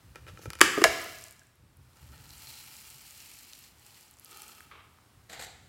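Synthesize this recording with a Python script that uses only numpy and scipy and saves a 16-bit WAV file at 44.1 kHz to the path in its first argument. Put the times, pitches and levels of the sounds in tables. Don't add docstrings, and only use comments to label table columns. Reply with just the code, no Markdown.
import sys
import numpy as np
from scipy import signal
from scipy.fft import irfft
from scipy.io import wavfile
from scipy.ndimage import uniform_filter1d

SR = 44100
rng = np.random.default_rng(int(sys.argv[2]) if len(sys.argv) > 2 else 0)


def digitize_waveform(pressure):
    field = np.atleast_2d(pressure).T
    bounded = np.clip(field, -1, 1)
    quanta = np.round(bounded * 32767).astype(np.int16)
    wavfile.write(sys.argv[1], SR, quanta)


def voltage_ratio(level):
    return 10 ** (np.asarray(level, float) / 20)


N = 250488
TIME = np.arange(N) / SR

# (time [s], peak [dB], cavity boom [dB], crack [dB], contact [ms])
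LID_TWISTS = [(.149, -49, -5.5, -10, 2), (.1572, -36.5, -3.5, -2, 3.3), (.2665, -41.5, -4.5, -12, 2),
              (.277, -45.5, -8, -4, 2), (.2822, -39.5, -9.5, -5, 2.8), (.3731, -40.5, -11.5, -6.5, 2.5),
              (.4155, -51, -2.5, -1, 4.2), (.433, -49, 0.5, -6, 5.1), (.392, -50.5, 8.5, -11, 2.8),
              (.4565, -33.5, 1, -4.5, 2.7), (.5034, -36, -8.5, 12, 1.2), (.5332, -36, -10.5, 10.5, 1.4),
              (.5532, -40.5, -6.5, 8.5, 1.73), (.5885, -41, -18, 3.5, 2), (.595, -41, -16, 5.5, 2.7)]
LID_SNAPS = [
    (0.6074, -11, -14.5, -5.5, 2),
    (0.6131, 5.5, -12.5, -3.5, 4.6),
]
LID_NUDGES = [
    (0.7714, -21.5, -15.5, -15.5, 2.3),
    (0.7763, -27.5, 13, -17.5, 3.6),
    (0.7835, -25, 8, -3, 4),
    (0.8164, -20, 0.5, -6, 4.4),
    (.819, -20, 7, -6, 5),
]
LID_BUMPS = [
    (.8399, -4.5, -13, 3.5, 3.4),
    (.8425, -5.5, -3.5, -7, 3.7),
    (.8465, -9.5, -2.5, -8.5, 4.2),
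    (.853, -23.5, 11.5, -8.5, 2.6),
    (1.059, -34.5, 0, -14, 3.1),
]
# (pitch [Hz], level [dB], 60 dB decay [s])
TIGHT_MODES = [(317, -4, .025), (490, 0, 0.014), (860, -12, 0.016), (1320, 0, 0.045), (1520, 0, 0.018),
               (1820, -5, .015), (2420, -4.5, 0.032), (2950, -5.5, 0.018), (3820, -9.5, 0.013)]
SNAP_MODES = [(354, 3, 0.02), (518, -11.5, 0.018), (778, -14, 0.021), (1163, 2.5, .024), (1340, -4, 0.015),
              (1620, -4, 0.013), (1805, -1, 0.025), (2010, -10, 0.0062), (2340, -6.5, 0.025),
              (2534, -7.5, .018), (2985, -9, 0.019), (3240, -10, 0.024), (3800, -6.5, 0.0049),
              (4000, -12, 0.01)]
LOOSE_MODES = [(351.8, 0, 0.016), (430.8, -5, .014), (630, -13.5, .012), (1210, 3.5, 0.018),
               (1780, -10, 0.023), (2800, -13, 0.016)]
LIFTED_MODES = [(418, -0.5, 0.012), (484, -8, 0.02), (666, -2, 0.03), (972, -5, 0.015), (1080, 1.5, 0.017),
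                (1310, 4, 0.034), (1540, -4, 0.013), (1701, -0.5, 0.061), (2235, -2.5, 0.03),
                (2786, -1, 0.023), (3100, -10.5, 0.024), (3658, -20, 0.0062), (4270, -9, 0.011)]
# (frequency [Hz], level [dB per Hz])
CRACK_COLOUR = [(300, -24.5), (1000, -2), (3000, -5), (3800, -8), (5000, -4), (6100, -9.5), (7150, -5),
                (8000, -10), (9300, -12), (10700, -9.5), (12200, -15.5), (13800, -21.5), (15200, -19.5),
                (17000, -28.5)]
# (frequency [Hz], level [dB])
LID_ECHO = [(200, 1.5), (400, 0.5), (800, -3.5), (1200, -2), (1800, -1.5), (2800, 1), (3800, -1), (5500, 0),
            (8500, -2.5), (14000, -2.5)]

# (time [s], level [dB])
RUSTLE = [(0, -73.5), (.26, -76), (.324, -67.5), (.46, -70), (.586, -68), (.6, -56.5)]
SPILL = [(.62, -50), (.92, -45), (1.15, -51.5), (1.25, -54.5), (1.33, -63.5), (1.55, -83)]
POUR = [(1.8, -79), (1.99, -66), (2.25, -59.5), (2.36, -53.5), (2.501, -50), (2.751, -51), (3.0, -53.5),
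        (3.37, -52), (3.65, -57.5), ]
TRICKLE = [(3.64, -54.5), (3.75, -68.5), (3.87, -58.5), (4.03, -58.5), (4.13, -65), (4.179, -78)]
SLIDE_BACK = [(4.17, -68.5), (4.3, -56), (4.33, -55), (4.4, -53.5), (4.574, -57), (4.69, -67.5),
              (4.72, -68.5)]
# (wall ring at first [dB], at last [dB], neck ring [dB], bead rate [log10 of beads per s])
FLOW_SETTINGS = [
    (2.5, 2.5, -12.5, 3.4),
    (-14, -15, -21, 3.5),
    (-4.5, -14.5, -19, 3.72),
    (-18.5, -6.5, -13, 4.1),
    (-9, -0.5, -14, 3.6),
]
# (frequency [Hz], level [dB per Hz])
BEAD_COLOUR = [(710, -35.5), (1200, -6), (1680, -10), (2070, -5.5), (2810, -3.5), (3810, -8.5), (4110, -3),
               (5830, -5), (6370, -7.5), (7100, -3), (9630, -6), (12000, -1.5), (13700, -3.5), (15100, -2),
               (16300, -6.5)]
# (pitch [Hz], width [Hz], level [dB])
CLOSED_WALL = [(340, 150, -3), (510, 130, 1.5), (1230, 200, 0), (1600, 200, 0), (2600, 480, -4)]
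POURING_WALL = [(890, 78, -1.5), (1000, 260, -4.5), (1330, 150, 2.5), (1480, 370, -1), (1840, 250, 0),
                (2350, 200, -2.5), (2800, 220, -4.5)]
DRAINED_WALL = [(840, 65, 0.5), (2022, 300, -10), (2950, 210, -3.5)]
RIGHTED_WALL = [(386, 260, -0.5), (853, 110, 1.5), (1270, 86, 8), (1770, 260, -3.5), (2375, 110, -1.5),
                (2690, 79, -1), (3095, 197, -5.5)]
# (pitch [Hz], width [Hz])
NECK_AIR = (4120, 220)
# (time [s], level [dB], dies in [s])
NECK_RUSHES = [
    (1.99, -75.5, .03),
    (2.11, -64.5, 0.079),
    (2.285, -56, 0.025),
    (2.445, -50, 0.093),
    (2.57, -60.5, 0.038),
    (4.32, -58, 0.044),
]
# (time [s], level [dB], dies in [s])
WALL_SQUEEZES = [
    (.154, -53, 0.011),
    (.27, -47, 0.012),
    (1.95, -66.5, 0.13),
    (2.12, -60.5, 0.091),
    (4.26, -64, 0.1),
    (4.31, -57.5, 0.19),
]
# (time [s], peak [dB])
BEAD_SKIPS = [(.9994, -38), (1.0154, -31), (1.044, -33.5), (1.089, -46), (1.1857, -33), (1.2107, -37),
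              (1.2223, -37.5), (1.2396, -29.5), (1.265, -40), (1.2832, -37), (1.3094, -34.5), (1.3246, -40),
              (1.3645, -49.5), (1.3942, -42.5), (1.434, -49), (1.4694, -51.5)]
# (time [s], peak [dB], centre [Hz])
STRAY_BEADS = [(1.5557, -53.5, 14200), (1.7701, -46, 12100), (1.9321, -51, 4340), (1.9703, -49, 4520),
               (2.07, -47.5, 11270), (2.089, -48, 4440), (2.1791, -41.5, 4000), (2.2448, -50, 4750),
               (2.2648, -45, 4360), (2.2918, -38, 5740), (2.306, -38, 4160), (2.3309, -47, 4040),
               (2.3529, -45, 5120), (2.3803, -38, 7630), (2.4707, -34, 4080), (2.5814, -40.5, 4180),
               (2.7665, -35, 5900), (2.9017, -35, 7100), (3.1003, -41, 6900), (3.108, -38, 7490),
               (3.176, -38, 5710), (3.203, -39, 5770), (3.336, -36, 6210), (3.388, -36, 4810),
               (3.4978, -42, 4960), (3.5326, -34, 4000), (3.5522, -40.5, 4860), (3.5906, -37, 11620),
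               (3.639, -40, 4470), (3.7837, -46.5, 4430), (3.7961, -45, 7070), (3.827, -52.5, 4250),
               (3.848, -49, 4970), (3.8645, -41, 8380), (3.9069, -44, 4590), (3.945, -41, 4440),
               (4.0094, -42, 6850), (4.0291, -44, 3980), (4.081, -48, 5090), (4.1106, -39.5, 12100),
               (4.1696, -45.5, 7440), (4.1967, -61, 9570), (4.1967, -36.5, 11200), (4.2465, -34, 10630),
               (4.312, -37, 7820), (4.3294, -42, 4000), (4.3721, -35, 11700)]
# (time [s], peak [dB], centre [Hz], width
SHAPED_CLICKS = [(.305, -52, 6500, .5), (.391, -45, 5600, .3), (4.1392, -45, 6850, 0.68),
                 (4.1864, -42, 7400, 0.88), (4.2578, -43, 4440, .3), (4.481, -35.5, 6000, 1),
                 (4.55, -41, 6500, 0.9), (1.416, -50.5, 1620, 0.0843), (3.534, -38, 2860, 1.1),
                 (4.4196, -29.5, 8020, 1.8), (4.432, -40, 5440, 0.28), (4.606, -36, 1116, 0.75),
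                 (4.606, -44, 9500, 1), (4.7135, -49.5, 2000, 0.83), (4.986, -48.5, 1090, 0.487)]

# (time [s], level [dB], brightness [dB])
SET_DOWN = [(4.71, -52.5, -6), (4.718, -48, -28.5), (4.816, -57.5, -21), (4.91, -79, -1), (5.0, -82.5, -2)]
DRAG = [(5.29, -56, -7), (5.298, -55, 0.5), (5.318, -51, 0), (5.34, -47, -1.5), (5.378, -47, -8.5),
        (5.395, -49.5, 0.5), (5.45, -54.5, 3.5), (5.482, -52.5, -7), (5.68, -88, -1)]
SCRAPE = [(.262, -66.5, -3.5), (.285, -59.5, -3), (.31, -67.5, -3), (.37, -66, -1.5), (.412, -67, 0.5),
          (.418, -55.5, 2), (.45, -57, 2.5), (.462, -55, 2.5), (.472, -69, -3)]
# (frequency [Hz], level [dB per Hz])
SET_DOWN_COLOUR = [(120, -57), (400, -5.5), (752, -14), (1000, -5.5), (1190, 3), (1450, -5.5),
                   (1800, -10.5), (2150, -9), (2330, -3.5), (2550, -11), (3100, -8.5), (4000, -15.5),
                   (5290, -25), (15100, -26), (16300, -48.5)]
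DRAG_COLOUR = [(120, -28), (200, -18), (502, -6), (582, -12.5), (752, -0.5), (1000, -13.5), (1380, -6.5),
               (1650, -6.5), (2050, -4.5), (2680, -13), (4100, -6), (5600, -15.5), (7510, -8.5),
               (9710, -20), (11900, -17.5), (16300, -32)]
THREAD_COLOUR = [(300, -30), (1500, -4.5), (3500, -8), (5000, -5.5), (6200, 2), (8500, -8.5), (11500, -3.5),
                 (14000, -12.5), (16300, -14)]
# (time [s], level [dB], dies in [s])
BASE_JERKS = [
    (4.712, -65, 0.0026),
    (5.295, -47.5, .006),
    (5.327, -48.5, .008),
    (5.392, -44.5, .008),
    (5.409, -46, 0.00658),
    (5.422, -47.5, 0.0045),
    (5.433, -45.5, 0.0049),
    (5.444, -47.5, 0.003),
    (5.466, -50, 0.00507),
]
# (time [s], peak [dB], pitch [Hz], 60 dB decay [s])
TABLE_THUDS = [
    (0.279, -40, 95.3, 0.28),
    (0.4571, -38, 89.2, 0.067),
    (.613, -44.5, 89.75, .06),
    (0.847, -43.5, 69.7, 0.1),
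    (1.061, -44, 211, 0.066),
    (2.08, -37, 70, 0.21),
    (5.3, -49, 190.4, .1),
]
# (time [s], level [dB], dies in [s])
HAND_HEAVES = [(0, -55.5, 0.54), (.17, -59, 0.14), (.3, -52, 0.054), (.45, -35, 0.0096), (.61, -57, 0.042),
               (.84, -45, 0.069), (1.07, -59, .1), (1.58, -54, 0.074), (1.76, -56.5, 0.064),
               (2.0, -50.5, 0.046), (2.08, -51, 0.21), (2.9, -68, 0.14), (3.7, -69, 0.11),
               (4.65, -64.5, 0.19), (5.14, -62.5, .1), (5.36, -55, 0.12), (5.6, -61, 0.18)]
# (frequency [Hz], level [dB per Hz])
RUMBLE_COLOUR = [(12, -66), (20, -33), (41, -6.5), (70, 0.5), (137, -3.5), (215, -18.5), (267, -15.5),
                 (321, -25.5), (600, -28.5), (780, -59), (1320, -120)]
# (frequency [Hz], level [dB per Hz])
HISS_COLOUR = [(120, -26), (200, -2.5), (264, -5), (335, -5.5), (540, -11.5), (661, -11), (781, -8.5),
               (872, -8.5), (1260, -9.5), (1960, -13.5), (5390, -19), (6480, -21), (8230, -20),
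               (15100, -24), (16300, -26.5)]
# (frequency [Hz], 60 dB decay [s])
ROOM_DECAY = [(200, 0.68), (350, 0.64), (600, 0.8), (1400, 0.84), (3500, 0.86), (8000, 0.68), (15000, 0.13)]
# (frequency [Hz], level [dB])
MIC_RESPONSE = [(20, -24.5), (45, -5.5), (70, -3), (5600, -0.5), (6500, -0.5), (7300, 0), (9000, 0),
                (9900, -1.5), (11500, 0.5), (12900, -1.5), (13700, -2.5), (14600, -0.5), (16200, 0.5),
                (16700, -14.5)]


def evened(x):
    return x / np.sqrt(np.mean(x ** 2) + 1e-20)


def read(points, hz):
    f, value = np.transpose(points)
    return np.interp(np.log(hz + 1), np.log(f + 1), value)


def colour(x, points):
    hz = np.abs(np.fft.fftfreq(16384, 1 / SR))
    log_gain = np.log(voltage_ratio(np.maximum(read(points, hz), -100)))
    response = np.exp(np.conj(signal.hilbert(log_gain)))
    impulse = np.fft.ifft(response).real[:8192]
    return signal.oaconvolve(x, impulse)[:len(x)]


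def ring(x, hz, width):
    r = np.exp(-np.pi * width / SR)
    return signal.lfilter([1 - r, 0, r - 1], [1, -2 * r * np.cos(2 * np.pi * hz / SR), r * r], x)


def add(mix, s, sound):
    part = mix[round(s * SR):][:len(sound)]
    part += sound[:len(part)]


def columns(rows):
    s, *rest = np.transpose(rows)
    on = np.clip(np.minimum(TIME - s[0], s[-1] - TIME) / .003, 0, 1)
    return on, *(np.interp(TIME, s, column) for column in rest)


def swells(rows, rise_s):
    s, db, dies = np.transpose(rows)[:, :, None]
    coarse = np.arange(0, N / SR + .01, .001)
    t = np.maximum(coarse - s, 0)
    gain = voltage_ratio(db) * np.minimum(t / rise_s, 1) * np.exp(-np.maximum(t - rise_s, 0) / dies)
    return np.interp(TIME, coarse, gain.sum(0))


def knock(modes, db, boom_db, crack_db, contact_ms):
    t, hz = np.arange(4096) / SR, np.fft.rfftfreq(4096, 1 / SR)
    contact_s = max(contact_ms, .2) / 1000
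    grit_level = voltage_ratio(-11.0) * np.exp(-2 * t / contact_s) + voltage_ratio(-24) * np.exp(-t / contact_s / 7.9)
    grit = rng.standard_normal(len(t)) * grit_level
    late = 2 * np.sqrt(1000 * hz) - hz * np.sqrt(1000 / 17000)
    wave = irfft(np.exp(-2j * np.pi * contact_s * late)) * (t < .04)

    boom_and_shell = np.zeros((2, len(t)))
    for k, (mode_hz, mode_db, t60) in enumerate(modes):
        mode_hz *= rng.uniform(0.99, 1.01)
        swell = (-1) ** k * (1 - np.exp(-t * mode_hz / 1.9))
        tone = voltage_ratio(mode_db - 60 * t / t60) * np.sin(2 * np.pi * mode_hz * t)
        boom_and_shell[int(mode_hz > 950)] += swell * tone
    push = 0.5 * grit + 3 * (t == 0)
    shaken = signal.fftconvolve(boom_and_shell, push[None], axes=1)[:, :len(t)]

    bend_hz, bend_width_hz, bend_db = 1650, 1000, -5.5
    bend = ring(ring(wave, bend_hz, bend_width_hz), bend_hz, bend_width_hz)
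    shaken[1] = shaken[1] / abs(shaken[1]).max() + voltage_ratio(bend_db) * bend / abs(bend).max()
    parts = np.vstack([shaken, colour(4.1 * wave + grit, CRACK_COLOUR)])
    parts /= abs(parts).max(1, keepdims=True)
    return voltage_ratio(db) * (voltage_ratio([boom_db, 0, crack_db]) @ parts)


def lid():
    out = np.zeros(N)
    blow_kinds = [(LID_SNAPS, SNAP_MODES), (LID_BUMPS, LIFTED_MODES),
                  (LID_NUDGES, LOOSE_MODES), (LID_TWISTS, TIGHT_MODES)]
    for blows, modes in blow_kinds:
        for s, *blow in blows:
            add(out, s, knock(modes, *blow))
    return out


def beads(rows, walls, wall_first_db, wall_last_db, neck_db, log_rate):
    on, db = columns(rows)
    wall_db = np.interp(TIME, [rows[0][0], rows[-1][0]], [wall_first_db, wall_last_db])
    clumps = evened(uniform_filter1d(rng.standard_normal(N), 500))
    chance, size, kind = rng.random(N), rng.exponential(1, N), rng.integers(0, 12, N)
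    hits = chance < 10 ** log_rate / SR
    size_db = 2.5 * np.minimum(size, 5) + 1.1 * clumps
    clicks = hits * voltage_ratio(size_db) * rng.choice([-1, 1], N)

    ticks = np.zeros(N)
    for k, hz in enumerate(np.geomspace(1500, 15000, 12)):
        ticks += ring(clicks * (kind == k), hz, 0.82 * hz) / np.sqrt(hz)
    wall = sum(voltage_ratio(wall_mode_db) * evened(ring(clicks, hz, width)) for hz, width, wall_mode_db in walls)
    neck = ring(clicks * voltage_ratio(2.4 * clumps), *NECK_AIR)

    wall_gain = voltage_ratio(db + wall_db) + swells(WALL_SQUEEZES, rise_s=0.018)
    neck_gain = voltage_ratio(-4.5) * (voltage_ratio(db + neck_db) + swells(NECK_RUSHES, rise_s=0.031))
    foam = voltage_ratio(db) * evened(colour(ticks, BEAD_COLOUR))
    return on * (foam + wall_gain * evened(wall) + neck_gain * evened(neck))


def bead_flows():
    flows = [RUSTLE, SPILL, POUR, TRICKLE, SLIDE_BACK]
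    walls = [CLOSED_WALL, POURING_WALL, POURING_WALL, DRAINED_WALL, RIGHTED_WALL]
    return sum(beads(rows, wall, *settings) for rows, wall, settings in zip(flows, walls, FLOW_SETTINGS))


def lone_clicks():
    out, t = np.zeros(N), np.arange(400) / SR
    skip_hz, scatter, bead_width = 6790, 0.14, 0.9
    skips = [(s, db, skip_hz * np.exp(scatter * rng.standard_normal()), bead_width) for s, db in BEAD_SKIPS]
    strays = [(*row, bead_width) for row in STRAY_BEADS]
    for s, db, hz, share in skips + strays + SHAPED_CLICKS:
        noise = rng.standard_normal(len(t)) * np.minimum(t / .0004, 1) * np.exp(-t / 0.00066)
        burst = ring(noise + (t == t[16]), hz, share * hz)
        burst = ring(burst, hz, 1.4 * share * hz)
        add(out, s, voltage_ratio(db) * burst / abs(burst).max())
    return out


def rub(rows, body):
    on, db, bright_db = columns(rows)
    unevenness = evened(uniform_filter1d(rng.standard_normal(N), 80))
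    slips = rng.standard_normal(N) * voltage_ratio(1.5 * unevenness)
    _, _, z = signal.stft(colour(slips, body), SR, nperseg=256)
    judder = uniform_filter1d(rng.standard_normal(z.shape), 5, 0)
    judder = evened(uniform_filter1d(judder, 4, 1))
    x = signal.istft(z * voltage_ratio(1.5 * judder), SR, nperseg=256)[1][:N]
    low = signal.sosfilt(signal.butter(2, 4500, fs=SR, output="sos"), x)
    gain = voltage_ratio(db) + swells(BASE_JERKS, rise_s=0.0033)
    return on * gain * (evened(low) + voltage_ratio(bright_db) * evened(x - low))


def thuds():
    out, t = np.zeros(N), np.arange(SR // 3) / SR
    for s, db, hz, t60 in TABLE_THUDS:
        add(out, s, voltage_ratio(db - 60 * t / t60) * (1 - np.exp(-t / 0.0044)) * np.sin(2 * np.pi * hz * t))
    return out


def room(x):
    taps = np.zeros(SR)
    at = np.arange(100, SR - 20, 20)
    build_up = np.clip(at / SR / 0.019, .25, 1)
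    taps[at + rng.integers(0, 20, len(at))] = rng.choice([-1., 1.], len(at)) * build_up
    hz, t, z = signal.stft(taps, SR, nperseg=256)
    decay = voltage_ratio(-60 * t / read(ROOM_DECAY, hz)[:, None])
    tail = signal.istft(z * decay, SR, nperseg=256)[1]
    return signal.fftconvolve(x, tail / np.linalg.norm(tail))[:N]


def background():
    lumps = voltage_ratio(0.51 * evened(uniform_filter1d(rng.standard_normal(N), 2500)))
    rumble = evened(lumps * colour(rng.standard_normal(N), RUMBLE_COLOUR))
    rumble_gain = voltage_ratio(-64.5) + swells(HAND_HEAVES, rise_s=0.031)
    hush_db, hush_s, hush_span_s = -4.5, 1.55, 0.35
    hiss_db = -63.5 + hush_db * np.exp(-((TIME - hush_s) / hush_span_s) ** 2)
    hiss = evened(colour(rng.standard_normal(N), HISS_COLOUR))
    return rumble_gain * rumble + voltage_ratio(hiss_db) * hiss


def scene():
    shell = lid()
    foam = bead_flows() + lone_clicks()
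    rubs = rub(SET_DOWN, SET_DOWN_COLOUR) + rub(DRAG, DRAG_COLOUR) + rub(SCRAPE, THREAD_COLOUR)
    to_room = voltage_ratio(-12.0) * colour(shell, LID_ECHO) + voltage_ratio(-14) * foam + voltage_ratio(-9.5) * rubs
    return (shell + foam + rubs + room(to_room) + thuds() + background())[None]


def roll_off(x):
    return signal.sosfilt(signal.butter(12, 16410, fs=SR, output="sos"), x)


def record(dry):
    clipped = np.clip(colour(dry[0], MIC_RESPONSE), -1, 1)
    band_limit = signal.firwin(511, 16550, window=("kaiser", 9), fs=SR)
    limited = signal.oaconvolve(clipped, band_limit, "same")
    return roll_off(limited[None])


dry = scene()
out = record(dry)
digitize_waveform(out)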